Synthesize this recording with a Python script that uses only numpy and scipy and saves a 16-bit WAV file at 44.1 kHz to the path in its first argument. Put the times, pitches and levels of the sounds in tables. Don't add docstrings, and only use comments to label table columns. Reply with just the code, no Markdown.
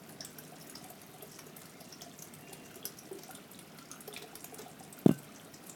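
import sys
import numpy as np
from scipy import signal
from scipy.fft import rfft, irfft, next_fast_len
from scipy.io import wavfile
from scipy.ndimage import map_coordinates

SR = 44100
rng = np.random.default_rng(int(sys.argv[2]) if len(sys.argv) > 2 else 0)


def transcribe(u):
    v = np.clip(np.atleast_2d(u).T, -1, 1)
    q = np.round(v * 32767).astype(np.int16)
    wavfile.write(sys.argv[1], SR, q)


N = 253575

# f/Hz, level/dB
PUMP_TONES = [(102, -77.5), (152, -66.5)]
# t/s, churning level/dB, spray and hiss level/dB
TRICKLE = [(0.0, -54, -62), (0.77, -53, -60.5), (1.0, -55.5, -61.5), (2.49, -54.5, -61.5), (2.71, -54, -61),
           (3.68, -55, -62), (4.4, -55.5, -61), (4.79, -54.5, -61), (5.0, -54, -61.5)]
# f/Hz, level/dB
CHURN_COLOUR = [(25, -23), (50, -19.5), (90, -8), (130, -3), (190, 2.5), (290, 2), (335, -2.5), (400, -1.5),
                (520, -7), (700, -3), (870, -12.5), (1200, -15.5), (2600, -89)]
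# f/Hz, level/dB
HISS_COLOUR = [(350, -22), (700, -13), (1000, -1.5), (1700, -2.5), (2500, -5), (4000, -9.5), (5600, -9),
               (7500, -11.5), (11700, -10), (17000, -14.5)]
# t/s, splash level/dB, bubble f/Hz, bubble level/dB,
# fizz f/Hz, fizz level/dB, rise time/s
DROP_HITS = [(0.094, -46, 6500, -54, 11100, -45, .005), (0.124, -57, 5500, -63, 9980, -44, .002),
             (0.207, -46, 5300, -28.5, 9000, -49, .0012), (0.249, -42, 8300, -35, 13900, -39, .0012),
             (0.387, -42.5, 5650, -44.5, 12300, -36, .0025), (0.614, -59, 5430, -45, 11000, -48, .006),
             (0.698, -55, 6900, -46, 10600, -39, 0.0027), (0.7558, -41, 5200, -39, 7800, -57, .0035),
             (0.843, -47.5, 3400, -54, 9400, -43, .0025), (0.903, -51, 7850, -50, 11800, -42, .0045),
             (1.017, -48, 8500, -56, 10800, -42, .002), (1.226, -49, 9000, -55, 12100, -39, .004),
             (1.32, -62, 5700, -45, 11500, -48, .002), (1.392, -41, 6000, -45, 11100, -44, 0.0046),
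             (1.468, -60, 6900, -50, 11500, -49, .0035), (1.567, -45, 9220, -43.5, 12500, -37.5, .002),
             (1.619, -44.5, 7360, -47.5, 10100, -45.5, .003),
             (1.657, -46, 4560, -50.5, 11000, -47.5, 0.0033), (1.809, -46.5, 5200, -48.5, 11100, -47, .006),
             (1.926, -46, 5500, -38.5, 11000, -55, 0.0029), (2.0195, -40, 6060, -33, 14500, -47, 0.002),
             (2.191, -51, 6630, -37.5, 11000, -48, 0.0027), (2.224, -47, 6400, -37.5, 12200, -38.5, 0.0029),
             (2.3385, -48, 8450, -43, 12000, -44.5, .0018), (2.5319, -43, 4300, -45.5, 9650, -39, 0.0041),
             (2.758, -52, 7500, -48, 12300, -39.5, 0.0017), (2.8543, -35, 5700, -28.5, 11100, -26.5, .0007),
             (2.879, -53, 5070, -42.5, 8500, -51, .0013), (2.99, -65, 5950, -44, 10900, -44, 0.0055),
             (3.1295, -59, 8900, -45, 9900, -45, .0013), (3.19, -44.5, 5500, -46, 8000, -45, 0.0028),
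             (3.235, -42, 5700, -41, 11900, -43.5, 0.0015), (3.31, -46, 3710, -56, 11500, -38.5, .0016),
             (3.352, -49, 3370, -50, 9100, -40, 0.0049), (3.364, -54, 3450, -47, 7000, -58, .003),
             (3.516, -65, 3860, -67, 12200, -39.5, .0014), (3.591, -44, 3590, -44.5, 9900, -40, .0018),
             (3.787, -42.5, 4530, -41, 9000, -54, .0015), (3.9149, -42, 6160, -34.5, 9400, -39.5, .0013),
             (4.007, -55, 5760, -60, 10000, -36, 0.0018), (4.079, -40, 5460, -57, 12800, -41.5, .004),
             (4.14, -41, 3850, -46, 9250, -40.5, .004), (4.1638, -56, 2460, -35.5, 3640, -36, 0.0013),
             (4.176, -38, 3470, -45, 5000, -46, 0.0032), (4.225, -41.5, 3750, -46, 7600, -48, 0.0057),
             (4.355, -39.5, 5340, -43, 11600, -37, 0.0017), (4.407, -52, 6000, -52, 9560, -43.5, .0025),
             (4.4443, -41.5, 6950, -38.5, 11900, -33.5, 0.0021), (4.545, -47, 7050, -54, 10200, -37, .0025),
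             (4.5918, -40, 6760, -52, 11500, -47, .0055), (4.618, -43.5, 3500, -52, 7500, -46.5, .004),
             (4.837, -58, 6000, -63, 9530, -45.5, .0012), (4.9275, -51, 8300, -39, 12100, -44, .0014),
             (4.989, -61, 9000, -58, 13000, -40.5, .0025), (5.082, -40, 8500, -49, 12900, -43, 0.0041),
             (5.116, -45, 8000, -47, 12000, -39.5, .002), (5.189, -49, 8220, -45.5, 12500, -47, 0.0041),
             (5.361, -58, 6180, -42.5, 8000, -54, .0015), (5.543, -46, 5530, -45, 7500, -46, .0045),
             (5.669, -57, 8000, -53, 11400, -44, .006), (5.698, -43, 7550, -38, 9500, -45, 0.0044)]
# f/Hz, level/dB
SPLASH_COLOUR = [(200, 2), (700, 9), (1800, 3), (3900, 3.5), (5600, 6), (7500, -1), (11400, -1), (14000, 1),
                 (17000, -10)]
# t/s, peak level/dB, f/Hz
BURSTING_BUBBLES = [(0.098, -48, 1590), (0.217, -46, 1780), (0.2475, -44.5, 3340), (0.388, -50, 1530),
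                    (1.209, -49, 3220), (1.345, -43, 5450), (1.359, -44, 6100), (1.392, -44.5, 2210),
                    (2.0102, -41, 3260), (2.1148, -48, 3350), (2.4743, -45, 2370), (2.829, -41, 3200),
                    (3.304, -45.5, 1370), (3.331, -56, 1380), (3.547, -44, 3800), (3.816, -51, 1340),
                    (4.128, -40, 3450), (4.597, -51, 1350), (4.977, -48, 1380), (5.398, -45, 3240)]
# t/s, relative level/dB, f/Hz
LARGE_BUBBLES = [(0.2, -42, 653), (0.522, -41, 713), (0.847, -43.5, 746), (0.903, -43, 694),
                 (1.141, -47.5, 735), (1.224, -44, 393), (1.228, -43.5, 640), (1.463, -46, 426),
                 (1.811, -44.5, 660), (2.019, -45.5, 680), (2.063, -44, 676), (2.488, -46.5, 380),
                 (2.519, -44, 767), (2.527, -47.5, 384), (2.755, -49, 655), (2.759, -40.5, 370),
                 (2.851, -48, 386), (3.112, -33, 376), (3.151, -40.5, 353), (3.290, -40, 752),
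                 (4.078, -36, 414), (4.083, -46, 785), (4.212, -44, 413), (4.232, -43, 436),
                 (4.24, -44, 717), (4.33, -43, 767), (4.365, -50.5, 425), (4.443, -44.5, 704),
                 (4.526, -42.5, 424), (4.523, -45, 730), (4.591, -38.5, 414), (4.597, -48, 780),
                 (4.661, -40.5, 707), (4.805, -41.5, 750)]
# t/s, push level/dB, contact time/s, ring level/dB
KNOCK_HITS = [(5.0602, -3.5, 0.0036, -23), (5.091, -8, 0.004, -0.5), (5.109, -14.5, 0.00444, -2)]
# f/Hz, relative level/dB, t60/s (the time to fade by 60 dB)
GLASS_TONES = [(140.6, -42.5, 0.36), (180, -30, 0.1), (260, -35.5, 0.091), (1530, -53, 0.35),
               (2790, -56, 0.19)]
# f/Hz, t60/s
ROOM_FADE = [(150, 0.27), (1000, 0.37), (5500, 0.23), (8000, 0.2), (16000, 0.076)]


def amp(db):
    return 10 ** (np.asarray(db) / 20)


def unit(x):
    return x / np.sqrt(np.mean(x ** 2) + 1e-20)


def along(points, hz):
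    freqs, values = np.transpose(points)
    return np.interp(np.log(hz + 1), np.log(freqs + 1), values)


def wobble(rate):
    return map_coordinates(rng.standard_normal(int(N * rate / SR) + 4), [np.arange(N) * rate / SR])


def filtered(x, response):
    size = next_fast_len(N + 8192)
    return irfft(rfft(x, size) * response(np.fft.rfftfreq(size, 1 / SR)), size)[:N]


def noise(colour):
    return unit(filtered(rng.standard_normal(N), lambda hz: amp(along(colour, hz))))


def add(track, s, sound):
    part = track[max(round(s * SR), 0):][:len(sound)]
    part += sound[:len(part)]


def bubble(hz, cycles, rise, onset):
    age = np.arange(int(cycles * SR / hz) + 2) * hz / SR
    envelope = amp(-60 * age / cycles) * (1 - np.exp(-age / onset))
    return envelope * np.sin(2 * np.pi * age * (1 + rise * age / cycles))


def swarm(rate, centre_hz, octaves, cycles, range_db):
    out = np.zeros(N)
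    for when, pitch, size in rng.random((int(rate * N / SR), 3)):
        hz = centre_hz * 2 ** (octaves * (2 * pitch - 1))
        add(out, when * N / SR, amp(range_db * size ** 2) * bubble(hz, cycles, rise=0.19, onset=0.67))
    return unit(out)


def cluster(hz, width, samples):
    freqs = np.fft.rfftfreq(samples, 1 / SR)
    band = 1 / (1 + ((freqs - hz) / (width * hz)) ** 2)
    return unit(irfft(rfft(rng.standard_normal(samples)) * band, samples))


def pump(waver_db=2.0, drift=0.33):
    hum, t = np.zeros(N), np.arange(N) / SR
    for hz, db in PUMP_TONES:
        gain = amp(db + waver_db * wobble(3.94))
        hum += gain * unit(np.sin(2 * np.pi * hz * t + drift * wobble(3.01)))
    return hum


def churn():
    wash = amp(1 + 0.44 * wobble(16)) * noise(CHURN_COLOUR)
    gurgle = swarm(rate=70, centre_hz=254.4, octaves=0.878, cycles=15.4, range_db=4.5)
    burble = swarm(rate=70, centre_hz=696, octaves=0.28, cycles=50, range_db=22)
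    return wash + amp(-4) * gurgle + amp(-14) * burble


def spray(rate=90, range_db=9, tick_t60=0.014, rise_s=0.0016, centre_hz=9000, octaves=0.75):
    ticks, t = np.zeros(N), np.arange(SR // 20) / SR
    for when, size, pitch in rng.random((int(rate * N / SR), 3)):
        tick = cluster(centre_hz * 2 ** (octaves * (2 * pitch - 1)), width=0.27, samples=len(t))
        envelope = amp(range_db * size ** 2 - 60 * t / tick_t60) * (1 - np.exp(-t / rise_s))
        add(ticks, when * N / SR, envelope * tick)
    fizz = swarm(rate=260, centre_hz=3200, octaves=0.9, cycles=26, range_db=5)
    return amp(-4.5) * unit(ticks) + amp(-8) * fizz


def tinkle(level_db=-70.5, swell_db=5.5, swell_at_s=3.27, settle_s=1):
    since = np.arange(N) / SR - swell_at_s
    swell = (since > 0) * np.exp(-np.abs(since) / settle_s)
    middle = swarm(rate=170, centre_hz=1340, octaves=0.19, cycles=44, range_db=13)
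    smaller = swarm(rate=220, centre_hz=2900, octaves=0.45, cycles=30, range_db=6)
    return amp(level_db + swell_db * swell + 2.5 * wobble(14)) * (middle + amp(-5) * smaller)


def drops(spatter_t60=0.055, spatter_db=-17, snap_s=0.0071, linger=1.47, lead_s=0.016):
    splash, pings = np.zeros(N), np.zeros(N)
    t = np.arange(SR // 8) / SR - lead_s
    after = np.maximum(t, 0)
    splash_noise = noise(SPLASH_COLOUR)
    for s, splash_db, bubble_hz, bubble_db, fizz_hz, fizz_db, rise_s in DROP_HITS:
        snap = amp(-60 * after / (snap_s + linger * rise_s))
        spatter = amp(spatter_db - 60 * after / spatter_t60)
        envelope = (snap + spatter) * (1 + np.tanh(t / rise_s)) / 2
        add(splash, s - lead_s, amp(splash_db) * envelope)
        for hz, db, width in (bubble_hz, bubble_db, 0.094), (fizz_hz, fizz_db, 0.18):
            add(pings, s - lead_s, amp(db) * envelope * cluster(hz, width, len(t)))
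            add(pings, s, amp(db) * droplets(hz))
        add(pings, s, amp(bubble_db - 9) * bubble(bubble_hz, cycles=46, rise=0.037, onset=3.0))
    return splash * splash_noise + pings


def droplets(hz, first_s=0.0047, flight_s=0.045, fade_db=14, octaves=0.57, count=8):
    out = np.zeros(SR // 8)
    for late, pitch in rng.random((count, 2)):
        ring = bubble(hz * 2 ** (octaves * (2 * pitch - 1)), cycles=30, rise=0.053, onset=2.1)
        add(out, first_s + flight_s * late ** 2, amp(-10 - fade_db * late) * ring)
    return out


def blips():
    out = np.zeros(N)
    for s, db, hz in BURSTING_BUBBLES:
        ring = bubble(hz, cycles=24, rise=0.056, onset=2.2)
        add(out, s, amp(db) * ring / np.abs(ring).max())
    return out


def plops(ring_db=4.5, stir_db=-17, stir_t60=0.1):
    rings, stir, t = np.zeros(N), np.zeros(N), np.arange(SR // 6) / SR
    for s, db, hz in LARGE_BUBBLES:
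        add(rings, s, amp(db + ring_db) * bubble(hz, cycles=34.4, rise=0.043, onset=2.2))
        add(stir, s, amp(db + stir_db - 60 * t / stir_t60))
    return rings + stir * noise([(40, -40), (150, -12), (400, 17), (720, 19), (1300, -7), (4000, -31)])


def squeak(start_s=2.405, rise_s=0.022, hold_s=0.22, fade_s=0.12, level_db=-60.5, waver_hz=21):
    envelope = np.interp(np.arange(N) / SR, np.cumsum([start_s, rise_s, hold_s, fade_s]), [0, 1, 1, 0])
    pitches_hz = [hz + waver_hz * wobble(30) for hz in (2775, 1750)]
    upper, lower = [np.sin(2 * np.pi * np.cumsum(hz) / SR) for hz in pitches_hz]
    return amp(level_db + 4.5 * wobble(35)) * envelope * (upper + amp(-6.5) * lower)


def knock(bass_cut_hz=150, hardness=2.06, panel_hz=676, panel_q=3.15):
    push, jolts, t = np.zeros(N), np.zeros(N), np.arange(N) / SR
    for s, db, contact_s, ring_db in KNOCK_HITS:
        force = np.abs(np.sin(np.pi * np.minimum(t / contact_s, 1))) ** hardness
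        add(push, s, -amp(db) * force)
        add(jolts, s, amp(ring_db) * force / force.sum())
    thump = signal.sosfilt(signal.butter(5, bass_cut_hz, "high", fs=SR, output="sos"), push)
    panel = amp(14) * signal.lfilter(*signal.iirpeak(panel_hz, panel_q, SR), thump)
    ring = np.zeros(N)
    for hz, db, t60 in GLASS_TONES:
        swing = signal.lfilter([1], [1, -amp(-60 / (t60 * SR))], jolts)
        ring += amp(db) * swing * np.sin(2 * np.pi * hz * t)
    grit = noise([(400, -42), (1000, -2.0), (1600, -4.5), (2400, -14), (3000, -11.5), (4200, -28),
                  (9000, -21.5), (16000, -31)])
    return thump + panel + ring + amp(-28) * np.hypot(push, thump) * grit


def tank_echoes(x, t60=0.041, first_s=0.0015):
    t = np.arange(SR // 16) / SR
    echoes = rng.standard_normal((6, len(t))) * amp(-60 * t / t60) * (t > first_s)
    echoes /= np.linalg.norm(echoes, axis=1, keepdims=True)
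    paths = signal.fftconvolve(x[None], echoes, axes=1)[:, :N]
    shares = np.array([wobble(8) for _ in paths])
    return np.sum(shares * paths, axis=0) / np.linalg.norm(shares, axis=0)


def room_echo(x, delay_s=0.007, pieces=14):
    hz, t, spectra = signal.stft(rng.standard_normal((pieces, SR // 2)), SR, nperseg=256)
    fade = amp(-60 * t / along(ROOM_FADE, hz)[:, None])
    tails = signal.istft(spectra * fade, SR, nperseg=256)[1]
    out = np.zeros(N)
    for part, tail in zip(np.array_split(np.arange(N), pieces), tails):
        add(out, part[0] / SR + delay_s, signal.fftconvolve(x[part], tail / np.linalg.norm(tail)))
    return out


def scene():
    times, *levels = np.transpose(TRICKLE)
    churn_db, spray_db = [np.interp(np.arange(N) / SR, times, db) for db in levels]
    background = pump() + amp(churn_db - 2.5) * churn()
    background += amp(spray_db + 0.5) * noise(HISS_COLOUR) + squeak()
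    thud = knock()
    splashes = amp(spray_db + 1.5) * spray() + drops() + blips()
    water = splashes + amp(-5) * tank_echoes(splashes) + tinkle()
    glugs = plops()
    echo = room_echo(amp(-8) * water + amp(-9.5) * glugs + amp(-31) * thud)
    return (water + glugs + thud + background + echo)[None]


def record(dry, top_hz=17300):
    return filtered(dry[0], lambda hz: hz < top_hz)[None]


dry = scene()
out = record(dry)
transcribe(out)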